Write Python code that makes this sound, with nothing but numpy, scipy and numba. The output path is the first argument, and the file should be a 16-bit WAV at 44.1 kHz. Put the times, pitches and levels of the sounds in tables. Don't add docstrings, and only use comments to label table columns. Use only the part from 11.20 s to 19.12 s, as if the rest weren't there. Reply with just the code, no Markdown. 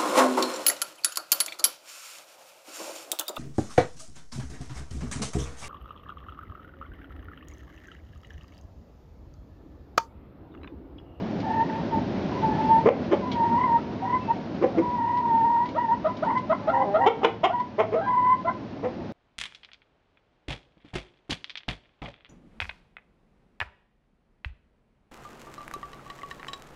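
import sys
import numpy as np
from scipy import signal
from scipy.fft import rfft, irfft, next_fast_len
from scipy.io import wavfile
from scipy.ndimage import map_coordinates
from numba import njit

SR = 44100
rng = np.random.default_rng(int(sys.argv[2]) if len(sys.argv) > 2 else 0)


def generate_wav(signal):
    frames = np.transpose(np.atleast_2d(signal))
    scaled = np.clip(frames, -1, 1) * 32767
    pcm = np.round(scaled).astype(np.int16)
    wavfile.write(sys.argv[1], SR, pcm)


N = 349404


def undb(db):
    return 10 ** (np.asarray(db) / 20)


def unit(x):
    return x / np.sqrt(np.mean(x ** 2) + 1e-18)


def add(out, start_s, x):
    i = int(start_s * SR)
    out[i:i + len(x)] += x[:N - i]


def curves(rows):
    times, *columns = np.transpose(rows)
    t = np.arange(times[0], times[-1], 1 / SR)
    return [np.interp(t, times, column) for column in columns]


def walk(size, rate_hz):
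    at = np.arange(size) * rate_hz / SR
    return map_coordinates(rng.standard_normal(2 ** 12), [at], order=3, mode='wrap')


def fade(size, edge_s):
    return signal.windows.tukey(size, min(1, 2 * edge_s * SR / size))


def resonance(hz, modes, order=4):
    gain = 0
    for centre_hz, width_hz, db in modes:
        detuning = (hz ** 2 - centre_hz ** 2) / (2 * width_hz * (hz + 1))
        gain = gain + undb(db) / (1 + 1j * detuning) ** order
    return gain


def noise(size, colour):
    white = rng.standard_normal(max(size, SR // 2))[:size]
    length = next_fast_len(size)
    hz = np.arange(length // 2 + 1) * SR / length
    return unit(irfft(rfft(white, length) * colour(hz), length)[:size])


def voice(hz, modes, rough, count=12):
    n = len(hz)
    shaken_hz = hz * (1 + 0.12 * rough * walk(n, 300))
    phase = 2 * np.pi * np.cumsum(shaken_hz) / SR
    harmonics = sum(resonance(k * hz, modes) * np.exp(1j * k * phase) for k in range(1, count + 1))
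    tone = unit(harmonics.real)
    still = [(np.mean(f), w, np.mean(db)) for f, w, db in modes]
    puffs = 1 + 0.5 * np.cos(phase)
    air = noise(n, lambda f: resonance(f, still)) * puffs
    return unit(tone * np.exp(0.5 * rough * walk(n, 250)) + 0.5 * rough * air)


def high_note(hz, db, second_db, depth):
    attack_s, release_s = 0.022, 0.027
    n = len(hz)
    t = np.arange(n) / SR
    gate = np.minimum(t / attack_s, t[::-1] / release_s).clip(0, 1)
    tremor = walk(n, 98.05)
    pitch_shake = depth * (0.03 * tremor + 0.069 * walk(n, 200))
    phase = 2 * np.pi * np.cumsum(hz * (1 + pitch_shake)) / SR
    second = np.sin(2 * phase + 0.6 * walk(n, 200))
    third = undb(-18.5) * np.sin(3 * phase + walk(n, 270))
    overtone_gain = undb(second_db) * np.exp(0.32 * walk(n, 120))
    half_line = depth * undb(-20) * walk(n, 98) * np.sin(3 * phase / 2)
    tone = np.sin(phase) + overtone_gain * (second + third) + half_line
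    return unit(tone * np.exp(depth * tremor) * gate) * undb(db)


def yard(rumble_gain_db, hiss_gain_db, drone_db):
    # frequency in Hz, relative level in dB.
    spectrum = [(15, -51), (25, -26), (97, -7), (135, -5.5), (193, 0), (256, 0), (349, -4.5), (499, -13.5),
                (548, -10), (802, -17), (993, -22), (1200, -28.5), (4130, -41.5), (5620, -47.5),
                (7300, -63.5), (9490, -96), (16100, -120)]
    # time in seconds, rumble level in dB before rumble_gain_db.
    gain_ride = [(0, -31.5), (.7, -29.5), (1.449, -26), (1.798, -31), (2.298, -31), (2.699, -33.5),
                 (3.499, -33.5), (4.0, -36), (5.649, -36), (6.2, -41), (7.92, -36.5)]
    # centre in Hz, width in Hz, level in dB.
    drone_modes = [(107.3, 13, 0)]
    hiss_follows = 0.83

    hz, db = np.transpose(spectrum)
    ride_db = np.interp(np.arange(N) / SR, *np.transpose(gain_ride))
    hiss_ride_db = hiss_follows * (ride_db - ride_db.mean())

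    def colour(f):
        return undb(np.interp(np.log(f + 1), np.log(hz), db))

    def low_share(f):
        return 1 / (1 + (f / 1100) ** 4)

    rumble = noise(N, lambda f: colour(f) * np.sqrt(low_share(f)))
    rumble = rumble * undb(ride_db + 1.2 * walk(N, 16))
    hiss = noise(N, lambda f: colour(f) * np.sqrt(1 - low_share(f)))
    hiss = hiss * undb(hiss_ride_db + 0.6 * walk(N, 22))
    drone = noise(N, lambda f: resonance(f, drone_modes))
    return undb(rumble_gain_db) * rumble + undb(hiss_gain_db) * hiss + undb(drone_db) * drone


def peep(start_s, length_s, first_hz, last_hz, db):
    out = np.zeros(N)
    hz = np.linspace(first_hz, last_hz, int(length_s * SR))
    whistle = np.sin(2 * np.pi * np.cumsum(hz) / SR)
    add(out, start_s, whistle * fade(len(hz), 0.014) * undb(db))
    return out


def pecks():
    # start in seconds, level at the onset in dB.
    ticks = [(0.202, -43.5), (0.411, -50), (2.116, -35.5), (3.971, -47), (4.457, -46), (4.489, -45),
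             (4.968, -45.5), (5.047, -47.5), (5.176, -45), (6.399, -50)]
    # centre in Hz, width in Hz, level in dB.
    ring = [(2390, 360, 11), (3230, 2000, 10), (5330, 4900, -15)]
    out = np.zeros(N)
    t = np.arange(SR // 10) / SR
    for start_s, db in ticks:
        grit = noise(len(t), lambda f: resonance(f, ring))
        add(out, start_s, grit * np.exp(-t / 0.016) * undb(db))
    return out


def groan():
    # time in seconds, pitch in Hz, level in dB.
    course = [(5.41, 290.6, -39.5), (5.461, 286.6, -32), (5.519, 264, -29), (5.625, 265.9, -20),
              (5.648, 205.5, -38.5), (5.69, 199.8, -26.5), (5.77, 205.6, -34.5), (5.801, 253.8, -24.5),
              (5.864, 280, -19.5)]
    # centre in Hz, width in Hz, level in dB.
    throat = [(565, 74, 2.5), (732, 175, 6), (414, 198, -2.5), (1700, 300, -25)]
    out = np.zeros(N)
    hz, db = curves(course)
    call = voice(hz, throat, rough=0.15, count=12)
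    add(out, course[0][0], call * undb(db) * fade(len(hz), 0.0072))
    return out


def clucks():
    # start in seconds, length in seconds, first pitch in Hz, last pitch in Hz,
    # throat resonance at the middle in Hz, burst level in dB, windpipe gain in dB, beak gain in dB,
    # roughness from 0 to 1.
    bursts = [(1.655, 0.031, 202, 237, 403, -13, -12, -24.5, 0.56),
              (1.685, 0.0099, 257, 268, 515, -8, -12, -19.5, 0),
              (1.909, 0.03, 153.8, 196.7, 396, -18, -14.5, -19, 0.63),
              (1.926, 0.031, 271.6, 280.7, 590, -23.5, -10.5, -13, 0.16),
              (3.413, 0.035, 169, 206.5, 380, -21.5, -13, -24, 0.53),
              (3.435, 0.019, 242, 264, 490, -18, -22.5, -30, 0.1),
              (3.571, 0.032, 160, 181, 380, -20.5, -18.5, -28.5, 0.56),
              (5.857, 0.037, 328.2, 487.4, 592, -13, -7.5, -8, 0.27),
              (6.013, 0.031, 343, 390, 730, -34.5, -19, -16, 0.42),
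              (6.031, 0.035, 407, 495, 597, -17, -1.5, -2, 0.77),
              (6.231, 0.0386, 284.5, 439.7, 620, -18.5, -2, -1.5, 0.44),
              (6.581, 0.042, 209.5, 219.4, 533, -18.5, -6, -16.5, 0.4),
              (6.61, 0.024, 206, 234, 700, -34.5, -11.5, -10.5, 0.65),
              (6.714, 0.055, 176.7, 270.6, 436, -25.5, -11.5, -24, 0.54),
              (7.625, 0.0557, 215.6, 272.7, 494, -28, -11.5, -24, 0.64)]
    # centre in Hz, width in Hz, relative level in dB.
    windpipe = [(1116, 235, -3), (2167, 360, -13)]
    open_beak = [(3086, 500, -13), (5370, 800, -37), (7050, 600, -41)]
    rasp_modes = [(1780, 760, 6), (5530, 2000, -19)]
    throat_width = 0.49
    rasp_db = -22.5

    out = np.zeros(N)
    treble_split = signal.butter(2, 1500, fs=SR, output='sos')
    for start_s, length_s, first_hz, last_hz, throat_hz, db, pipe_db, beak_db, rough in bursts:
        u = np.linspace(0, 1, int(length_s * SR))
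        push = np.sin(np.pi * u).clip(0)
        hz = first_hz + (last_hz - first_hz) * u ** 0.716
        modes = [(throat_hz * (1 + 0.12 * (u - 0.5)), throat_width * throat_hz, 0)]
        modes += [(f, w, d + pipe_db) for f, w, d in windpipe]
        modes += [(f, w, d + beak_db) for f, w, d in open_beak]
        burst = voice(hz, modes, rough, count=32)
        dull = signal.sosfiltfilt(treble_split, burst)
        burst = dull + (burst - dull) * push
        rasp = noise(len(u), lambda f: resonance(f, rasp_modes))
        burst = burst + undb(rasp_db) * push * rasp
        add(out, start_s, unit(burst * push ** 0.75) * undb(db))
    return signal.sosfilt(signal.butter(2, 140, 'high', fs=SR, output='sos'), out)


def boks():
    # start in seconds, length in seconds, first pitch in Hz, last pitch in Hz, level in dB,
    # overtone gain in dB before the opening of the beak.
    notes = [(0.257, 0.061, 813, 698, -35.5, -22), (2.564, 0.037, 612, 698, -44, 35),
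             (2.819, 0.046, 737, 790, -33, -19), (3.161, 0.028, 740, 720, -38, -18.5),
             (3.541, 0.055, 738, 650, -35, -13), (4.542, 0.035, 490, 734, -30, -1),
             (4.84, 0.044, 605, 673, -24.5, 0), (5.02, 0.027, 535, 766, -26, -2),
             (5.292, 0.044, 598, 721, -23, 0), (5.469, 0.044, 559, 714, -24, 1.5),
             (5.736, 0.046, 580, 703, -21.5, 1), (6.294, 0.045, 652, 741, -30, -7),
             (6.748, 0.064, 632, 663, -27.5, -4), (6.807, 0.094, 760, 824, -32, 1),
             (7.242, 0.066, 612, 736, -30.5, -1.5)]
    # centre in Hz, width in Hz, relative level in dB.
    throat = [(650, 240, 0)]
    half_open_beak = [(1408, 280, -5), (1770, 350, -16.5), (3330, 1500, -33)]
    out = np.zeros(N)
    for start_s, length_s, first_hz, last_hz, db, over_db in notes:
        u = np.linspace(0, 1, int(length_s * SR))
        hz = first_hz + (last_hz - first_hz) * u ** 0.76
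        opening_db = over_db + 10 * np.log10(0.05 + 1.6 * u)
        modes = throat + [(f, w, d + opening_db) for f, w, d in half_open_beak]
        note = voice(hz, modes, rough=0.26, count=6)
        note = note * fade(len(u), 0.0094) * undb(-4 * u)
        add(out, start_s, unit(note) * undb(db))
    return out


def whines():
    # start in seconds, length in seconds, first pitch in Hz, last pitch in Hz, mid-note sag in Hz,
    # level in dB, swell over the note in dB, mean second harmonic in dB, tremble in nepers.
    notes = [(0.223, 0.23, 881, 936, 11, -30, 11, -15.5, 0.29),
             (0.477, 0.15, 850, 933, 4.5, -37, -5, -14.5, .35),
             (0.708, 0.091, 938, 912, 26, -30.5, 1.5, -25.5, 0.4),
             (1.106, 0.11, 992, 1038, 11, -38, 7, -19.5, 0.41),
             (2.797, 0.18, 944, 1013, 9, -29, 19, -19.5, .25),
             (3.071, 0.066, 907, 951, 15, -25, 8, -29, 0.27),
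             (4.564, .115, 951, 915.5, -21.5, -24.5, -3.5, -20, 0.29),
             (4.673, 0.0864, 900, 983, 11, -23, 9, -26.5, .3),
             (4.867, 0.067, 1018, 990, 9, -32.5, 3.5, -22, 0.21),
             (5.032, 0.17, 971, 1044, 54, -26, 3, -18, 0.54),
             (5.305, 0.049, 968, 1020, -9.5, -27.5, -3, -17, 0.75),
             (5.52, .135, 943, 1032, 26, -25, -4.5, -17, 0.35),
             (5.78, 0.0834, 936, 995, 32, -27, 17.5, -14, 0.3),
             (6.323, .11, 978, 1003, 19.5, -24.5, -1, -26, 0.15),
             (6.858, 0.3, 1007, 1021, 17, -20, 5, -25.5, 0.18),
             (7.264, 0.052, 1015, 1015, -3.5, -25, -3, -19, 0.36)]
    out = np.zeros(N)
    for start_s, length_s, first_hz, last_hz, sag_hz, db, swell_db, second_db, depth in notes:
        u = np.linspace(0, 1, int(length_s * SR))
        hz = first_hz + (last_hz - first_hz) * u - sag_hz * np.sin(np.pi * u)
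        add(out, start_s, high_note(hz, db + swell_db * (u - 0.5), second_db, depth))
    return out


def moans():
    # time in seconds, pitch in Hz, level in dB,
    # tremble in nepers.
    long_notes = [
        [(1.215, 887.4, -24.5, 0.18), (1.247, 890.8, -22, 0.22), (1.291, 878.3, -31, 0.18),
         (1.333, 866.6, -23.5, 0.26), (1.371, 877.5, -33, 0.22), (1.409, 877.5, -25, 0.22),
         (1.453, 876.3, -31.5, 0.22), (1.519, 898.7, -16.5, 0.11), (1.575, 898.5, -20.5, 0.18),
         (1.595, 942.7, -26, 0.25), (1.62, 941.8, -24, 0.22)],
        [(2.015, 1007, -36, 0.22), (2.035, 1007, -31, 0.25), (2.113, 975.0, -37.5, 0.31),
         (2.193, 920.0, -24, 0.26), (2.245, 921.4, -19.5, 0.21), (2.273, 919.1, -28.5, 0.3),
         (2.345, 928.1, -21.5, 0.2), (2.441, 1007, -28, 0.49), (2.457, 955.6, -23, 0.32),
         (2.561, 925.4, -17, 0.18), (2.59, 935.0, -22, 0.26)],
        [(3.612, 971.8, -27, 0.14), (3.73, 976.9, -27, 0.13), (3.804, 940.0, -26.5, 0.27),
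         (3.894, 945.4, -26, 0.32), (3.992, 971.2, -21.5, 0.23), (4.002, 1021, -28, 0.18),
         (4.014, 938.4, -28.5, 0.25), (4.084, 950.0, -23, 0.22), (4.146, 908.3, -22.5, 0.18),
         (4.416, 956.0, -21, 0.21), (4.47, 969.0, -27, 0.44)],
    ]
    steady_second_db = -38.5
    hoarse_db_per_neper = 51
    out = np.zeros(N)
    for course in long_notes:
        hz, db, depth = curves(course)
        second_db = steady_second_db + hoarse_db_per_neper * depth
        add(out, course[0][0], high_note(hz, db, second_db, depth))
    return out


def shed(x, early_db, early_t60_s, tail_db):
    t = np.arange(SR // 2) / SR
    response = 0
    for t60_s, build_s, db in [(early_t60_s, 0.0065, early_db), (0.42, 0.0083, tail_db)]:
        scatter = noise(len(t), lambda f: 1 / (1 + (f / 6500) ** 2))
        decay = np.exp(-np.log(1000) * t / t60_s)
        scatter = scatter * decay * (1 - np.exp(-t / build_s))
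        response = response + unit(scatter) / np.sqrt(len(t)) * undb(db)
    return signal.fftconvolve(x, response)[:N]


@njit
def follow(size, rise, fall):
    out, e = np.empty(len(size)), 0.
    for i in range(len(size)):
        e += (size[i] - e) * (rise if size[i] > e else fall)
        out[i] = e
    return out


def scene():
    background = yard(rumble_gain_db=0.5, hiss_gain_db=-44.0, drone_db=-48.5)
    yard_birds = peep(3.0, length_s=0.12, first_hz=2650, last_hz=2620, db=-50.5)
    yard_birds = yard_birds + pecks() + groan() + boks() + whines() + moans()
    shed_bird = clucks()
    echoes = shed(yard_birds, early_db=-12.5, early_t60_s=0.13, tail_db=-22)
    echoes += shed(shed_bird, early_db=-11.5, early_t60_s=0.17, tail_db=-19)
    return (background + yard_birds + shed_bird + echoes)[None]


def record(dry):
    limit_db, attack_s, release_s = -11, 0.0014, 0.14
    top_hz = 7150
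    envelope = follow(np.abs(dry[0]), 1 / (attack_s * SR), 1 / (release_s * SR))
    limited = dry / np.maximum(1, envelope / undb(limit_db))
    return signal.sosfilt(signal.ellip(8, 0.3, 70, top_hz, fs=SR, output='sos'), limited)


dry = scene()
out = record(dry)
generate_wav(out)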